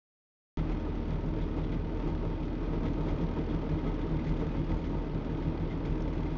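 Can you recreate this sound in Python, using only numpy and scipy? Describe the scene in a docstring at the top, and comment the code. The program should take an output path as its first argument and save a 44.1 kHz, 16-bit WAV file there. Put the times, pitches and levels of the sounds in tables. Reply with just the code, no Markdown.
"""The uneven idle of a small old two-stroke car engine cuts in after half a second of silence, heard from
the driver's seat. It fires about forty times a second and surges about seven times a second.
The body shakes, exhaust puffs excite booming standing waves in the cabin, and sheet-metal panels drum.
Behind the dashboard, pistons and loose parts clatter by impact; near the end a fitting ticks twice."""
import sys
import numpy as np
from scipy import signal
from scipy.fft import rfft, irfft, next_fast_len
from scipy.io import wavfile
from scipy.ndimage import uniform_filter1d

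SR = 44100
rng = np.random.default_rng(int(sys.argv[2]) if len(sys.argv) > 2 else 0)


def file_out(sig):
    """Save sig as 16-bit WAV at sys.argv[1]."""
    # one column per channel
    cols = np.atleast_2d(sig).T
    # limit, then scale
    lim = np.clip(cols, -1, 1)
    pcm = np.round(lim * 32767).astype(np.int16)
    wavfile.write(sys.argv[1], SR, pcm)


N = 281313
TIME = np.arange(N) / SR

# Surges, where the engine catches for a few strong burns:
# (time [s], cabin boom [dB], drumming over idle [dB], clatter over idle [dB], shake over idle [dB])
SURGES = [(0.604, -38.0, 3.0, 3.5, 2.0), (0.733, -44.0, 4.0, 2.5, 2.0), (0.897, -49.0, 3.0, -1.0, 1.0),
          (1.138, -40.0, 3.0, 2.5, 2.0), (1.297, -37.0, 1.0, -0.0, -0.0), (1.415, -40.0, 3.0, 3.0, 2.0),
          (1.612, -43.0, 4.0, 2.0, 1.0), (1.756, -39.0, 2.0, 3.5, 1.0), (1.862, -45.0, -3.0, -2.0, -2.0),
          (2.039, -52.0, 4.0, 2.0, -0.0), (2.109, -38.0, 6.0, 0.0, 1.0), (2.273, -38.0, 3.0, -1.0, -0.0),
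          (2.435, -45.0, -0.0, -0.5, 0.0), (2.673, -46.0, 0.0, 2.5, 4.0), (2.769, -39.0, 3.0, 3.0, 3.0),
          (2.879, -42.0, 6.0, 5.0, 5.0), (3.016, -40.0, 3.0, 0.5, 1.0), (3.111, -39.0, 4.0, 4.0, 4.0),
          (3.235, -34.0, 3.0, 1.5, 1.0), (3.411, -40.0, 4.0, 1.5, 0.0), (3.559, -37.0, 3.0, 2.5, 5.0),
          (3.731, -35.0, 1.0, 2.5, 7.0), (3.888, -39.0, 3.0, 1.0, 3.0), (4.022, -48.0, 1.0, 2.0, 2.0),
          (4.148, -34.0, 1.0, 0.5, 3.0), (4.296, -34.0, -0.0, 3.5, 3.0), (4.449, -37.0, 3.0, 1.5, 1.0),
          (4.591, -36.0, 3.0, 2.0, 2.0), (4.733, -38.0, 2.0, 4.5, 8.0), (4.866, -43.0, -3.0, 2.5, 7.0),
          (4.967, -42.0, 2.0, 1.0, 8.0), (5.148, -38.0, -3.0, 0.5, 6.0), (5.333, -41.0, -1.0, 2.0, 5.0),
          (5.472, -36.0, 0.0, 1.0, 5.0), (5.624, -40.0, -1.0, 0.0, 5.0), (5.739, -43.0, -2.0, 0.5, -0.0),
          (5.897, -35.0, -0.0, 1.5, 4.0), (6.053, -39.0, -0.0, 1.0, 3.0), (6.207, -40.0, 1.0, 1.5, 1.0),
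          (6.326, -42.0, -1.0, 0.5, -4.0)]


def from_db(db):
    """Logarithmic level: amplitude grows tenfold every 20 dB."""
    return 10 ** (np.asarray(db) / 20)


def unit_power(x):
    """Normalisation: divide by the root mean square."""
    return x / np.sqrt(np.mean(x ** 2) + 1e-20)


def steady(x, span_s):
    """Running normalisation: unit power over each span, while quicker detail stays."""
    power = uniform_filter1d(x ** 2, max(int(span_s * SR), 3))
    return x / np.sqrt(np.abs(power) + 1e-12)


def in_time(rows):
    """Linear interpolation: each column of a time table at every sample."""
    times, *columns = np.transpose(rows)
    return [np.interp(TIME, times, column) for column in columns]


def resonate(x, hz, width_hz):
    """Damped resonance: a two-pole band-pass with unit gain at its peak."""
    radius = np.exp(-np.pi * width_hz / SR)
    feedback = [1, -2 * radius * np.cos(2 * np.pi * hz / SR), radius ** 2]
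    return signal.lfilter(np.array([1, 0, -1]) * (1 - radius ** 2) / 2, feedback, x + 1e-18)


def modes(x, table):
    """Modal superposition: resonances driven in parallel add up."""
    return sum(from_db(db) * resonate(x, hz, width) for hz, width, db in table)


def boost(x, table):
    """Resonant emphasis: each mode in turn lifts the band around its frequency."""
    for hz, width, db in table:
        x = x + (from_db(db) - 1) * resonate(x, hz, width)
    return x


def colour(x, spectrum):
    """Spectral shaping: apply a gain curve that falls 24 dB per octave beyond both ends."""
    hz, db = np.transpose(spectrum)
    size = next_fast_len(N + SR // 4)
    octave = np.log2(np.maximum(np.arange(size // 2 + 1) * SR / size, 1))
    skirt_db = -24 * np.abs(octave - np.clip(octave, np.log2(hz[0]), np.log2(hz[-1])))
    gain = from_db(np.interp(octave, np.log2(hz), db) + skirt_db)
    return irfft(rfft(x, size) * gain, size)[:N]


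def strokes(crank, phase, spread_db, jitter_s):
    """Impulse train: one click per firing at a fraction of the cycle, scattered in time and strength."""
    due_s = np.interp(np.arange(1, int(crank[-1])) + phase, crank, TIME)
    timing, strength = rng.standard_normal((len(due_s), 2)).T
    index = np.clip(((due_s + jitter_s * timing) * SR).astype(int), 0, N - 1)
    clicks = np.zeros(N)
    clicks[index] = from_db(spread_db * np.clip(strength, -2, 1.5))
    return clicks


def burst(clicks, decay_s):
    """Exponential decay: each click starts a dying cloud of noise; the whole has unit power."""
    envelope = signal.lfilter([1], [1, -np.exp(-1 / (decay_s * SR))], clicks + 1e-18)
    return unit_power(envelope * rng.standard_normal(N))


def swells(sizes, lead_s, half_width_s):
    """Gaussian envelopes: one bell of the given size peaks lead_s before each surge."""
    coarse = TIME[::40]
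    bells = sum(size * np.exp(-((coarse - surge[0] + lead_s) / half_width_s) ** 2)
                for surge, size in zip(SURGES, sizes))
    return np.interp(TIME, coarse, bells)


def surge_levels():
    """Amplitude modulation: a surge reaches panels and block first, then the cabin air, then the body."""
    # The idle between surges: (time [s], body shake [dB], panel drumming [dB], clatter [dB])
    idle = [(.57, -34.5, -40.5, -55.5), (1.1, -35.5, -40, -57.5), (2.3, -35, -39.5, -56.5),
            (2.7, -36.5, -38, -57), (3.45, -35.5, -38, -55.5), (3.7, -38, -37, -56), (4.5, -35, -38, -55.5),
            (4.8, -39.5, -38.5, -57.5), (5.5, -39, -38, -56.5), (6.38, -35, -38.5, -56)]
    shake_db, panel_db, clatter_db = in_time(idle)
    _, surge_boom_db, panel_lift_db, clatter_lift_db, shake_lift_db = np.transpose(SURGES)
    panel_db += swells(panel_lift_db, lead_s=.028, half_width_s=.023)
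    clatter_db += swells(clatter_lift_db, lead_s=.023, half_width_s=.023)
    resting_boom = from_db(-46.5)
    boom = resting_boom + swells(from_db(surge_boom_db), lead_s=0, half_width_s=.045)
    shake_db += swells(shake_lift_db, lead_s=-.0045, half_width_s=.033)
    return shake_db, 20 * np.log10(boom), panel_db, clatter_db


def body_hum(crank, shake_db):
    """Forced vibration: the engine rocks on its mounts at harmonics of the firing rate."""
    # Engine orders: (multiple of the firing rate, level relative to the shake [dB])
    orders = [(1, -.8), (2, -11), (3, -20), (5, -24), (6, -12.5), (7, -22), (8, -13)]
    surge_db = shake_db - uniform_filter1d(shake_db, SR // 4)
    # The crank runs ahead in each surge and drops back after it.
    cycles = crank + .009 * np.interp(TIME - .035, TIME, surge_db)
    harmonics = sum(-np.sqrt(2) * from_db(db) * np.sin(2 * np.pi * k * cycles) for k, db in orders)
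    return from_db(shake_db) * harmonics


def silencer_rumble(crank, shake_db, boom_db):
    """Cycle-to-cycle variation: no two burns are alike, so the exhaust flutters between engine orders."""
    # Unsteady gas flow in the silencer: (frequency [Hz], relative spectral level [dB])
    spectrum = [(22, -2), (33, 1), (46, -2), (58, -4), (72, 0), (86, 2), (98, -2), (112, -1), (125, 0),
                (136, -9)]
    flow = burst(strokes(crank, phase=.24, spread_db=1.5, jitter_s=.0008), decay_s=.024)
    level_db = .7 * shake_db + .3 * boom_db - 2.9
    return steady(colour(flow, spectrum), span_s=.06) * from_db(level_db)


def cabin_boom(crank, boom_db, panel_db):
    """Standing waves: uneven exhaust puffs with turbulent tails ring the cabin air."""
    # Higher modes of the cabin air: (frequency [Hz], bandwidth [Hz], relative gain [dB])
    air_modes = [(238.2, 8.5, -3), (284.5, 7.3, -6.5), (320.6, 11, -6)]
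    boom_hz, width_hz = 159.5, 14  # the strongest standing wave
    puffs = strokes(crank, phase=.2, spread_db=6.5, jitter_s=.00044)
    flow = unit_power(puffs) + from_db(6) * burst(puffs, decay_s=.024)
    drone = steady(modes(flow, air_modes), span_s=.055) * from_db(panel_db - 9.5)
    wave = resonate(resonate(flow, boom_hz, width_hz), boom_hz, 2 * width_hz)
    return drone + steady(wave, span_s=.077) * from_db(boom_db)


def panel_drumming(crank, panel_db):
    """Plate vibration: each firing and the rebound after it set the sheet metal drumming."""
    # Floor, doors and bulkhead: (frequency [Hz], relative spectral level [dB])
    spectrum = [(190, -5), (240, -3.5), (295, 1.5), (370, -7), (450, -7.5), (510, -12.5), (640, -15),
                (720, -20.5), (850, -18.5), (1050, -22.5), (1300, -24.5), (1700, -37.5), (2500, -38.5)]
    # Ringing of the sheet metal: (frequency [Hz], bandwidth [Hz], boost [dB])
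    panel_modes = [(432, 30, 3), (535, 24, 3), (630, 30, 3), (765, 24, 4), (904, 26, 7), (936, 22, 6),
                   (1085, 20, 3), (1195, 20, 3), (1268, 22, 7)]
    knocks = strokes(crank, phase=.22, spread_db=-1, jitter_s=.00068)
    rebounds = strokes(crank, phase=.65, spread_db=.5, jitter_s=.0033)
    drive = burst(knocks + 1.1 * rebounds, decay_s=.035)
    sheet = boost(colour(drive, spectrum), panel_modes)
    return steady(sheet, span_s=.16) * from_db(panel_db)


def block_clatter(crank, clatter_db):
    """Impact excitation: piston slap and looser taps ring the block, over the rush of the fan."""
    # Engine block and fittings: (frequency [Hz], relative spectral level [dB])
    spectrum = [(900, 3), (1500, 8), (2100, 4), (2700, 2), (3300, 1), (4000, -4), (4600, -5), (5200, -10),
                (6100, -14), (6800, -43)]
    # Ringing of the block: (frequency [Hz], bandwidth [Hz], boost [dB])
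    block_modes = [(1500, 30, 3), (2012, 36, 7.5), (2160, 60, 4), (2460, 36, 7.5), (3000, 50, 2),
                   (3320, 80, 4.5), (3668, 36, 5.5), (5540, 80, 3.5), (6560, 70, 4)]
    slap = strokes(crank, phase=.12, spread_db=3, jitter_s=.0011)
    taps = strokes(crank, phase=.26, spread_db=6, jitter_s=.003)
    taps += strokes(crank, phase=.6, spread_db=.5, jitter_s=.004)
    impacts = burst(slap, decay_s=.0069) * from_db(-5) + burst(taps, decay_s=.0023) * from_db(-7)
    fan = rng.standard_normal(N)
    block = boost(colour(impacts + fan, spectrum), block_modes)
    return steady(block, span_s=.052) * from_db(clatter_db)


def loose_rattles():
    """Contact chatter: a quick swell of small collisions excites the modes of a loose part."""
    # Loose parts thrown by the hardest surges: (time [s], low clank [dB], high clink [dB])
    hard_rattles = [(.582, -54, -63), (.712, -57, -65), (1.105, -61, -66), (1.413, -70, -60),
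                    (1.63, -62, -58), (1.716, -55, -60), (2.852, -54.5, -57), (3.082, -52.5, -63),
                    (3.495, -66, -59), (3.78, -56.5, -65), (3.864, -55, -58.5), (4.007, -58, -58),
                    (4.186, -54.5, -71), (4.264, -51.5, -70), (4.393, -56.5, -66), (4.842, -51.5, -79),
                    (5.419, -56.5, -61), (5.703, -53, -65), (5.846, -57, -59), (6.128, -56, -74),
                    (6.254, -54, -69)]
    # Low modes of the parts: (frequency [Hz], bandwidth [Hz], relative gain [dB])
    clank_modes = [(1640, 260, -7.5), (1990, 83, 5), (2084, 62, 10), (2440, 70, -12), (2740, 270, -11.5)]
    # High modes of the parts: (frequency [Hz], bandwidth [Hz], relative gain [dB])
    clink_modes = [(3330, 150, 5.5), (3550, 90, 1.5), (3750, 69, -6)]
    light_chance, max_lead_s, rise_s = .3, .046, .0097
    # Lighter rattles come by chance, just ahead of a surge.
    draws = rng.random((len(SURGES), 2))
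    light_rattles = [(surge[0] - max_lead_s * early, -62, -67)
                     for surge, (draw, early) in zip(SURGES, draws) if draw < light_chance]
    envelopes = np.zeros((2, N))
    for start_s, clank_db, clink_db in hard_rattles + light_rattles:
        age = np.maximum(TIME - start_s, 0) / rise_s
        envelopes += from_db([[clank_db], [clink_db]]) * age * np.exp(1 - age)
    clank = steady(modes(rng.standard_normal(N), clank_modes), span_s=.073)
    clink = steady(modes(rng.standard_normal(N), clink_modes), span_s=.073)
    return envelopes[0] * clank + envelopes[1] * clink


def fitting_ticks():
    """Heavily damped resonance: a loose fitting ticks, bright and short."""
    # Contacts of the fitting: (time [s], level before the resonance [dB])
    contacts = [(6.006, -46), (6.021, -43)]
    ring_hz, width_hz, decay_s = 5200, 2400, .003
    drive = np.zeros(N)
    for start_s, db in contacts:
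        envelope = (TIME >= start_s) * np.exp(-np.abs(TIME - start_s) / decay_s)
        drive += from_db(db) * envelope * rng.standard_normal(N)
    return resonate(resonate(drive, ring_hz, width_hz), ring_hz, width_hz)


def scene():
    """Superposition: engine layers locked to one crank add to the rattles and ticks."""
    # Engine speed: (time [s], firing rate [Hz])
    speed = [(.57, 39.02), (1.2, 39.02), (1.8, 39.47), (2.4, 39.54), (3.0, 39.56), (3.6, 39.67),
             (4.3, 40.06), (4.9, 39.68), (6.38, 39.72)]
    crank = np.cumsum(in_time(speed)[0]) / SR  # firing cycles elapsed
    shake_db, boom_db, panel_db, clatter_db = surge_levels()
    body = body_hum(crank, shake_db)
    exhaust = silencer_rumble(crank, shake_db, boom_db) + cabin_boom(crank, boom_db, panel_db)
    metal = panel_drumming(crank, panel_db) + block_clatter(crank, clatter_db)
    return (body + exhaust + metal + loose_rattles() + fitting_ticks())[None]


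def record(dry):
    """Band limiting: the microphone opens abruptly and drops the deepest bass and the high treble."""
    start_s, low_hz, high_hz = .572, 19, 6950
    highpass = signal.butter(4, low_hz, "high", fs=SR, output="sos")
    lowpass = signal.butter(24, high_hz, fs=SR, output="sos")
    gated = signal.sosfilt(highpass, dry) * (TIME >= start_s)
    return signal.sosfilt(lowpass, gated)


dry = scene()
out = record(dry)
file_out(out)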